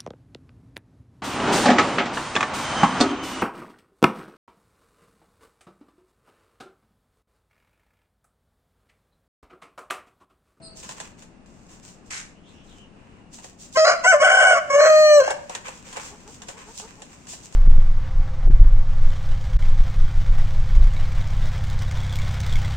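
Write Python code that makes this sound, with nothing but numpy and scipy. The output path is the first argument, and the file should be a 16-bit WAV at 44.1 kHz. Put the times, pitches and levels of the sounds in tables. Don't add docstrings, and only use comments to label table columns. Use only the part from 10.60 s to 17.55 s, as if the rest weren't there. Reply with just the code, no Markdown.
import sys
import numpy as np
from scipy import signal
from scipy.fft import rfft, irfft, next_fast_len
from scipy.io import wavfile
from scipy.ndimage import uniform_filter1d, minimum_filter1d

SR = 44100
rng = np.random.default_rng(int(sys.argv[2]) if len(sys.argv) > 2 else 0)


def unload_audio(sound):
    columns = np.transpose(np.atleast_2d(sound))
    steps = np.round(np.clip(columns, -1, 1) * 32767)
    wavfile.write(sys.argv[1], SR, steps.astype(np.int16))


N = 306495
TIME = np.arange(N) / SR
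TOP_HZ = 15900


def undb(db):
    return 10 ** (np.asarray(db) / 20)


def unit(x):
    return x / np.sqrt(np.mean(x ** 2) + 1e-20)


def steady(x, window_s=0.037):
    return x / np.sqrt(np.abs(uniform_filter1d(x ** 2, int(window_s * SR))) + 1e-14)


def wander(rate_hz):
    return unit(signal.sosfilt(signal.butter(2, rate_hz, fs=SR, output="sos"), rng.standard_normal(N)))


def curves(table):
    times, *columns = np.transpose(table)
    return [np.interp(TIME, times, column) for column in columns]


def envelope(start, end, attack_s, release_s):
    before, after = np.maximum(start - TIME, 0), np.maximum(TIME - end, 0)
    return np.maximum(-20 * (before / attack_s + after / release_s), -200)


def band(x, lo_hz, hi_hz, order=4):
    sos = signal.butter(order, [lo_hz, min(hi_hz, .48 * SR)], "band", fs=SR, output="sos")
    return signal.sosfilt(sos, x)


def colour(x, points, size=4096):
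    hz, db = np.transpose(points)
    log_hz = np.log(np.fft.rfftfreq(size, 1 / SR) + 1)
    log_gain = np.log(undb(np.interp(log_hz, np.log(hz), db)))
    cepstrum = irfft(log_gain)[:size // 2]
    cepstrum[0] /= 2
    response = irfft(np.exp(rfft(2 * cepstrum, size)))
    return signal.fftconvolve(x, response.reshape((1,) * (x.ndim - 1) + (-1,)))[..., :N]


def delay(x, ms):
    size = next_fast_len(N + SR // 4)
    shift = np.exp(-2j * np.pi * np.fft.rfftfreq(size, 1 / SR) * ms / 1000)
    return irfft(rfft(x, size) * shift, size)[:N]


def spread(pair, likeness):
    mid = np.sqrt(1 + likeness) * pair[0]
    side = np.sqrt(1 - likeness) * pair[1]
    return np.array([mid + side, mid - side]) / np.sqrt(2)


# f/Hz, level/dB
AIR_EQ = [(13, -57), (22, -2), (121, -6), (196, -2), (478, -14), (778, -15.5), (940, -19), (1570, -23.5),
          (2290, -27.5), (2770, -23.5), (3080, -34), (8160, -39.5), (8850, -39), (14000, -84.5)]
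def outdoors(level_db=-49.5, lean_left_db=2.5):
    air = colour(rng.standard_normal((2, N)), AIR_EQ)
    rumble = signal.sosfiltfilt(signal.butter(2, 600, fs=SR, output="sos"), air)
    hiss = spread(air - rumble, likeness=0.1)
    bed = spread(rumble, likeness=0.78) * undb([[lean_left_db], [-lean_left_db]]) + hiss
    swell_db = .6 * wander(3)
    return unit(bed) * undb(level_db + swell_db)


# t/s, length/s, start f/Hz, end f/Hz, level/dB, relative overtone/dB, quiver/share of pitch
WHISTLES = [(0.017, 0.062, 4364, 4160, -53, -1.5, 0.028), (0.025, 0.054, 4970, 4750, -57, -32, 0.02),
            (0.06, 0.073, 4370, 4580, -57.5, -25, 0.0073), (-.1, 0.31, 664.5, 643, -59, -13.5, .006),
            (1.75, 0.045, 2930, 2930, -69, -23, .05), (1.823, 0.098, 2980, 3940, -65.5, -10, 0.093),
            (1.907, .13, 2616, 3100, -65, -10.5, 0.093), (2.069, 0.073, 3880, 2780, -63.5, -20, 0.12),
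            (2.15, 0.11, 3090, 2840, -62.5, -19, 0.045), (2.302, 0.51, 2960, 2760, -77.5, -25, 0.019)]
def far_calls():
    out, tremble = np.zeros(N), wander(365)
    for start, length, start_hz, end_hz, db, overtone_db, quiver in WHISTLES:
        progress = (TIME - start) / length
        live = (progress > 0) & (progress < 1)
        hz = (start_hz + (end_hz - start_hz) * progress[live]) * (1 + quiver * tremble[live])
        phase = 2 * np.pi * np.cumsum(hz) / SR
        note = np.sin(phase) + undb(overtone_db) * np.sin(2 * phase)
        out[live] += undb(db) * np.sqrt(2 * np.sin(np.pi * progress[live])) * note
    return out + yard_echo(out, early_db=5.5, late_db=-6, t60=1.0)


def yard_echo(x, early_db, late_db, t60, early_t60=0.23, damp_hz=3500):
    t = TIME[:SR]
    noise = rng.standard_normal((4, SR))
    early = noise[:2] ** 5 * (t > .003) * undb(-60 * t / early_t60)
    late = noise[2:] * np.minimum(t / 0.1, 1) * undb(-60 * t / t60)
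    late = signal.sosfilt(signal.butter(1, damp_hz, fs=SR, output="sos"), unit(late))
    response = (undb(early_db) * unit(early) + undb(late_db) * late) / np.sqrt(SR)
    return signal.fftconvolve(x[None], response)[:, :N]


def grit(grain_db, grain_hz):
    return unit(rng.standard_normal((2, N)) * undb(grain_db * wander(grain_hz)))


def loose_grains(rate_hz=160, size_db=4):
    chance = rng.random((2, N))
    sizes = undb(size_db * np.minimum(-np.log(chance[1] + 1e-9), 3))
    return unit((chance[0] < rate_hz / SR) * sizes * rng.standard_normal((2, N)))


# f/Hz, level/dB
RUB_EQ = [(290, -32.5), (500, 3), (586, -21.5), (988, -5.5), (1260, -12), (1690, -12), (2230, -9.5),
          (2460, -5), (4090, -12.5), (7420, -5), (8580, -11.5), (9920, -31), (16000, -29)]
# t/s, length/s, hiss level/dB, body level/dB (both before trim)
STROKES = [(0.17, 0.033, -42, -61), (0.234, 0.017, -39.5, -48), (0.291, 0.01, -38.5, -46.5),
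           (0.371, 0.076, -44.5, -48.5), (0.585, 0.045, -52, -60.5), (0.872, 0.3, -61, -77),
           (1.094, 0.058, -50, -59), (1.236, 0.069, -47.5, -61), (1.46, 0.026, -55.5, -72),
           (1.884, 0.061, -60.5, -66), (2.046, 0.15, -58.5, -65), (2.37, 0.23, -68.5, -61.5),
           (2.738, 0.0067, -39.5, -57), (2.834, 0.027, -44, -54.5), (3.001, 0.047, -43, -65),
           (3.138, 0.035, -37, -72), (4.904, .05, -42, -42.5), (5.058, .025, -39.5, -39),
           (5.112, 0.064, -46, -55), (5.255, 0.13, -44, -49.5), (5.364, 0.011, -37.5, -36),
           (5.405, 0.08, -39, -48), (5.682, 0.07, -45.5, -59), (5.889, 0.0054, -39, -44.5),
           (5.976, 0.042, -45.5, -46.5), (6.065, 0.079, -47, -57.5), (6.144, 0.037, -41.5, -72),
           (6.18, 0.0052, -32, -56), (6.28, 0.025, -49, -51.5), (6.52, 0.018, -47.5, -53),
           (6.69, 0.038, -34.5, -51.5), (6.834, 0.016, -42, -66), (6.945, .01, -38.5, -58)]
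def rubs(hiss_trim_db=-3.5, body_trim_db=0.5, grains_db=-5, attack_s=0.023, release_s=0.09):
    friction = colour(grit(grain_db=1.0, grain_hz=194) + undb(grains_db) * loose_grains(), RUB_EQ)
    hiss = unit(band(friction, 3680, TOP_HZ, order=3)) * undb(hiss_trim_db)
    body = unit(band(friction, 700, 2100, order=2)) * undb(body_trim_db)
    walk_db = envelope(3.2, 6.95, attack_s, release_s)
    hiss_db, body_db = walk_db - 53.5, walk_db - 59.5
    for start, length, high_db, low_db in STROKES:
        stroke_db = envelope(start, start + length, attack_s, release_s)
        hiss_db = np.maximum(hiss_db, high_db + stroke_db)
        body_db = np.maximum(body_db, low_db + stroke_db)
    return hiss * undb(hiss_db) + body * undb(body_db)


# f/Hz, level/dB
CRACKLE_EQ = [(180, -70.5), (300, 13), (946, 18), (1230, 3), (1930, 0.5), (2250, -11), (2520, -0.5),
              (4990, -8.5), (7320, 0.5), (9880, -16), (16000, -47)]
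# t/s, spray level/dB (before trim), relative low band/dB, t60/s
SNAPS = [(0.2346, -48, 0, 0.1), (0.2914, -36, -9, 0.078), (0.3102, -38, -17, 0.053),
         (0.4011, -33, -3.5, 0.1), (0.6222, -46.5, -9, 0.096), (0.86, -56.5, -6, 0.08),
         (2.786, -46.5, -25, 0.14), (2.8428, -41, -1, 0.099), (4.6764, -39, 17.5, 0.065),
         (4.705, -27, 5, 0.06), (4.8951, -34.5, 5.5, 0.055), (4.9504, -28.5, -10, 0.081),
         (5.083, -38, 3.5, 0.076), (5.267, -50, 2, 0.089), (5.328, -39, -18, 0.15),
         (5.3683, -35.5, 3.5, 0.09), (5.8194, -38.5, -6, 0.1), (5.885, -36, 0, 0.1),
         (6.1982, -39.5, -14, 0.087), (6.4195, -38.5, -2, 0.11), (6.6698, -43, -7, 0.04),
         (6.734, -40, -3.5, 0.073), (6.9246, -43.5, -5, 0.024)]
def crackles(trim_db=-3, snap_db=5, snap_s=0.0041):
    high, low = np.zeros((2, N))
    for start_s, db, low_db, t60 in SNAPS:
        start = int(start_s * SR)
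        t = TIME[:min(N - start, SR // 2)]
        decay = undb(db) * (undb(-60 * t / t60) + undb(snap_db) * np.exp(-t / snap_s))
        high[start:start + len(t)] += decay
        low[start:start + len(t)] += decay * undb(low_db)
    ticks, out = grit(grain_db=0.5, grain_hz=610), 0
    for force, lo_hz, hi_hz in ((high, 1500, TOP_HZ), (low, 400, 1500)):
        rms = np.std(band(colour(ticks[0], CRACKLE_EQ), lo_hz, hi_hz, order=2))
        out += band(colour(ticks * force, CRACKLE_EQ), lo_hz, hi_hz, order=2) / rms
    return undb(trim_db) * out


# f/Hz, level/dB
SCUFF_EQ = [(240, -47), (400, -24), (439, -12), (626, -20), (708, -12), (742, -9.5), (1200, -3.5),
            (1380, -2.5), (2250, 1.5), (3370, -8.5), (7630, -1.5), (10400, -21.5), (16000, -46)]
def scuff(start_s=1.507, hold_s=0.07, level_db=-34.5):
    scrape = unit(colour(grit(grain_db=3.5, grain_hz=500), SCUFF_EQ))
    return scrape * undb(level_db + envelope(start_s, start_s + hold_s, attack_s=0.005, release_s=0.093))


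# start t/s, end t/s, attack and release/(s per 20 dB), base level/dB of fundamental, throat band, treble
CROW_ENVELOPES = [(3.172, 3.303, 0.0016, 0.09, -11.5, -28, -28.5),
                  (3.459, 3.538, 0.014, 0.06, -6, -23, -25.5),
                  (3.622, 3.932, 0.0128, 0.0874, -9.5, -25.5, -27),
                  (4.161, 4.295, 0.06, 0.0325, -9.5, -22.5, -28.5),
                  (4.304, 4.604, 0.1257, 0.06, -10, -24, -29), (4.654, 4.714, 0.2, 0.06, -29, -26.5, -31)]
def syllable_gains(hz, rough, easy_hz=609, strained_hz=771.6, treble_lead_s=0.015, rough_fill=0.64):
    low, mid, top = np.full((3, N), -np.inf)
    for start, end, attack_s, release_s, low_db, mid_db, top_db in CROW_ENVELOPES:
        pressure_db = envelope(start, end, attack_s, release_s)
        low = np.maximum(low, low_db + pressure_db)
        mid = np.maximum(mid, mid_db + pressure_db)
        top = np.maximum(top, top_db + envelope(start - treble_lead_s, end, attack_s, release_s))
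    strain = (hz - easy_hz) / (strained_hz - easy_hz)
    push_db = 4.5 * np.exp(-((TIME - 4.565) / .04) ** 2)
    low += -17 * np.maximum(strain, 0) ** 2 * (1 - rough_fill * rough) + push_db
    mid += 14 * strain - push_db
    top += 3.5 * strain + push_db / 2
    return undb(low), undb(mid), undb(top)


def membrane(hz):
    phase = 2 * np.pi * np.cumsum(hz) / SR
    live = (TIME > CROW_ENVELOPES[0][0] - .1) & (TIME < CROW_ENVELOPES[-1][1] + .3)
    pulses = np.zeros(N)
    pulses[live] = sum(np.cos(k * phase[live]) * (k * hz[live] < TOP_HZ) for k in range(1, 28))
    return pulses, phase


# t/s, f/Hz, roughness (capped at 1)
CROW_GESTURES = [
    [(3.162, 600.6, .05), (3.176, 654.4, 0.28), (3.21, 635, 0.19), (3.24, 630.3, 0.07),
     (3.258, 715.2, 0.94), (3.325, 725.8, 1.15), (3.385, 659.5, 0.54)],
    [(3.44, 673.8, 0.65), (3.458, 718, 0.62), (3.485, 764.8, 0.03), (3.508, 750.6, 0), (3.527, 738.7, 0.6),
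     (3.545, 586, .3)],
    [(3.618, 599.8, 0.22), (3.636, 749.4, 0.96), (3.73, 765, .85), (3.83, 763.6, 1), (3.925, 735, 0.9),
     (4.01, 619.5, 0.55)],
    [(4.1, 586.3, 0.48), (4.175, 574, 0.45), (4.225, 624.6, .76), (4.268, 655, 1.08), (4.295, 624.7, 0.42),
     (4.35, 619.4, .05), (4.41, 616.8, .01), (4.5, 603.5, 0.01), (4.565, 590, 0), (4.59, 579.5, .15),
     (4.618, 521.4, 0.48)],
    [(4.635, 529.6, 1.21), (4.72, 573, 0.9)],
]
# f/Hz, level/dB
THROAT_EQ = [(300, -39), (450, -18), (620, -3), (900, -23.5), (1150, -24), (1530, -10.5), (1850, -20.5),
             (2250, -26), (2650, -25), (3000, -27.5), (3380, -45.5), (3700, -60), (4300, -53.5),
             (4800, -39.5), (5150, -40.5), (6150, -38.5), (7600, -43.5), (8350, -52.5), (8900, -54),
             (12000, -66), (15500, -79)]
def main_side(slip=.08, jitter=.016, shimmer=.45, air_db=-35, rasp_db=-10):
    hz, rough = curves(np.vstack(CROW_GESTURES))
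    rough = np.clip(rough, 0, 1)
    slips = np.clip(wander(115), 0, 2) ** 2
    pulses, phase = membrane(hz * (1 + rough * (jitter * wander(250) - slip * slips)))
    pulses *= 1 + shimmer * rough * wander(110)
    puffs = 2 * rng.standard_normal(N) * (1 + np.cos(phase))
    source = pulses + puffs * (undb(air_db) + rough * undb(rasp_db))
    voice = colour(source, THROAT_EQ)
    low = steady(band(voice, 290, 1290))
    mid = steady(steady(band(voice, 1276, 2350)) + rough * windpipe_tone(hz))
    top = undb(-3) * steady(band(voice, 3210, TOP_HZ)) + beak_rings(source)
    low_gain, mid_gain, top_gain = syllable_gains(hz, rough)
    return low * low_gain + mid * mid_gain + top * top_gain


# start t/s, end t/s, f/Hz, level/dB (before trim)
SECOND_VOICE = [(3.162, 3.173, 525, -15.5), (3.251, 3.347, 573.7, -16), (3.447, 3.457, 507.2, -13.5),
                (3.532, 3.558, 526.8, -19), (3.603, 3.642, 547.6, -15.5), (3.653, 3.925, 539, -24),
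                (3.955, 3.985, 560, -17), (4.104, 4.158, 554, -16.5), (4.188, 4.272, 554, -17.5)]
def second_side(odd_db=-17, treble_db=-3, trim_db=-2):
    hz, = curves([(t, pitch) for start, end, pitch, _ in SECOND_VOICE for t in (start, end)])
    bursts_db = [db + envelope(start, end, attack_s=0.0086, release_s=.014)
                 for start, end, _, db in SECOND_VOICE]
    rough = np.clip(curves(np.vstack(CROW_GESTURES))[1], 0, 1)
    hz *= 1 + (.004 + .04 * rough ** 2) * wander(140)
    sputter = 1 + .35 * rough * wander(60)
    voice = colour(undb(odd_db) * membrane(hz)[0] + membrane(2 * hz)[0], THROAT_EQ)
    voice = band(voice, 540, 1910, order=3) + undb(treble_db) * band(voice, 4100, 11000)
    return steady(voice) * sputter * undb(np.max(bursts_db, axis=0) + trim_db)


# f/Hz, width/Hz, level/dB against the treble
BEAK_MODES = [
    [(4087, 110, -2), (4910, 580, 0.5), (6640, 140, -3)],
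    [(5996, 220, -7.5), (7670, 65, -5.5), (8397, 400, -14)],
    [(3014, 390, -6.5), (7200, 210, -21.5), (7080, 160, -15), (8265, 110, -10.5)],
    [(6140, 230, -5), (7330, 120, -10)],
    [(4217, 180, 0), (5930, 240, -5.5), (7670, 110, -10), (15100, 700, -24.5)],
]
def beak_rings(source):
    out = np.zeros(N)
    for (start, end, attack_s, release_s, *_), modes in zip(CROW_ENVELOPES, BEAK_MODES):
        held = undb(envelope(start - attack_s / 2, end, attack_s, release_s))
        live = held > .01
        for hz, width_hz, db in modes:
            ring = band(source[live], hz - width_hz / 2, hz + width_hz / 2, order=2)
            out[live] += steady(ring, window_s=0.3) * undb(db) * held[live]
    return out


def windpipe_tone(hz, resonance_hz=1530, width_hz=60, jitter=0.0129):
    phase = 2 * np.pi * np.cumsum(2 * hz * (1.005 + jitter * wander(85))) / SR
    nearness = np.exp(-((2 * hz - resonance_hz) / width_hz) ** 2)
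    return np.sqrt(2) * nearness * np.sin(phase)


def rooster(port_lag_ms=0.13, left_db=-1.25, right_db=-2.05):
    voice = main_side() + second_side()
    direct = np.array([undb(left_db) * delay(voice, port_lag_ms), undb(right_db) * voice])
    overtones = band(voice, 1300, 16000, order=2)
    scatter = yard_echo(overtones, early_db=-7, late_db=-20, t60=.5, early_t60=.07)
    walls = yard_echo(voice, early_db=-20, late_db=-17.5, t60=.56, early_t60=.12)
    return direct + scatter + walls


# t/s, level/dB (before trim), f/Hz
CLUCK_NOTES = [(5.374, -48, 484), (5.499, -41.5, 413), (5.651, -41, 436), (5.795, -47, 435),
               (5.929, -44.5, 452), (6.059, -40, 444), (6.208, -39, 437), (6.369, -45, 445)]
def clucks(length_s=0.0705, rise=0.2, trim_db=-7, overtone_db=-2, husk_db=-4):
    out, waver = np.zeros(N), 1 + 0.02 * wander(120)
    husk = undb(husk_db) * unit(band(rng.standard_normal(N), 470, 1250, order=2))
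    for start, db, hz in CLUCK_NOTES:
        progress = (TIME - start) / length_s
        live = (progress > 0) & (progress < 1)
        glide = 1 + rise * (progress[live] - .5)
        phase = 2 * np.pi * np.cumsum(hz * waver[live] * glide) / SR
        note = np.sin(phase) + undb(overtone_db) * np.sin(2 * phase) + husk[live]
        out[live] += undb(db + trim_db) * np.sin(np.pi * progress[live]) * note
    return out


def scene():
    foley = rubs() + scuff() + crackles()
    bird = rooster() + clucks()
    foley_echo = yard_echo(foley[0], early_db=-5.5, late_db=-12.0, t60=0.36)
    return bird + foley + foley_echo + far_calls() + outdoors()


def record(dry, ceiling=0.71, hold_s=0.0036):
    hold = int(hold_s * SR)
    gain = np.minimum(1, ceiling / (np.abs(dry).max(axis=0) + 1e-9))
    gain = uniform_filter1d(minimum_filter1d(gain, 2 * hold + 1), hold)
    return signal.sosfilt(signal.ellip(8, .2, 70, TOP_HZ, fs=SR, output="sos"), dry * gain)


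dry = scene()
out = record(dry)
unload_audio(out)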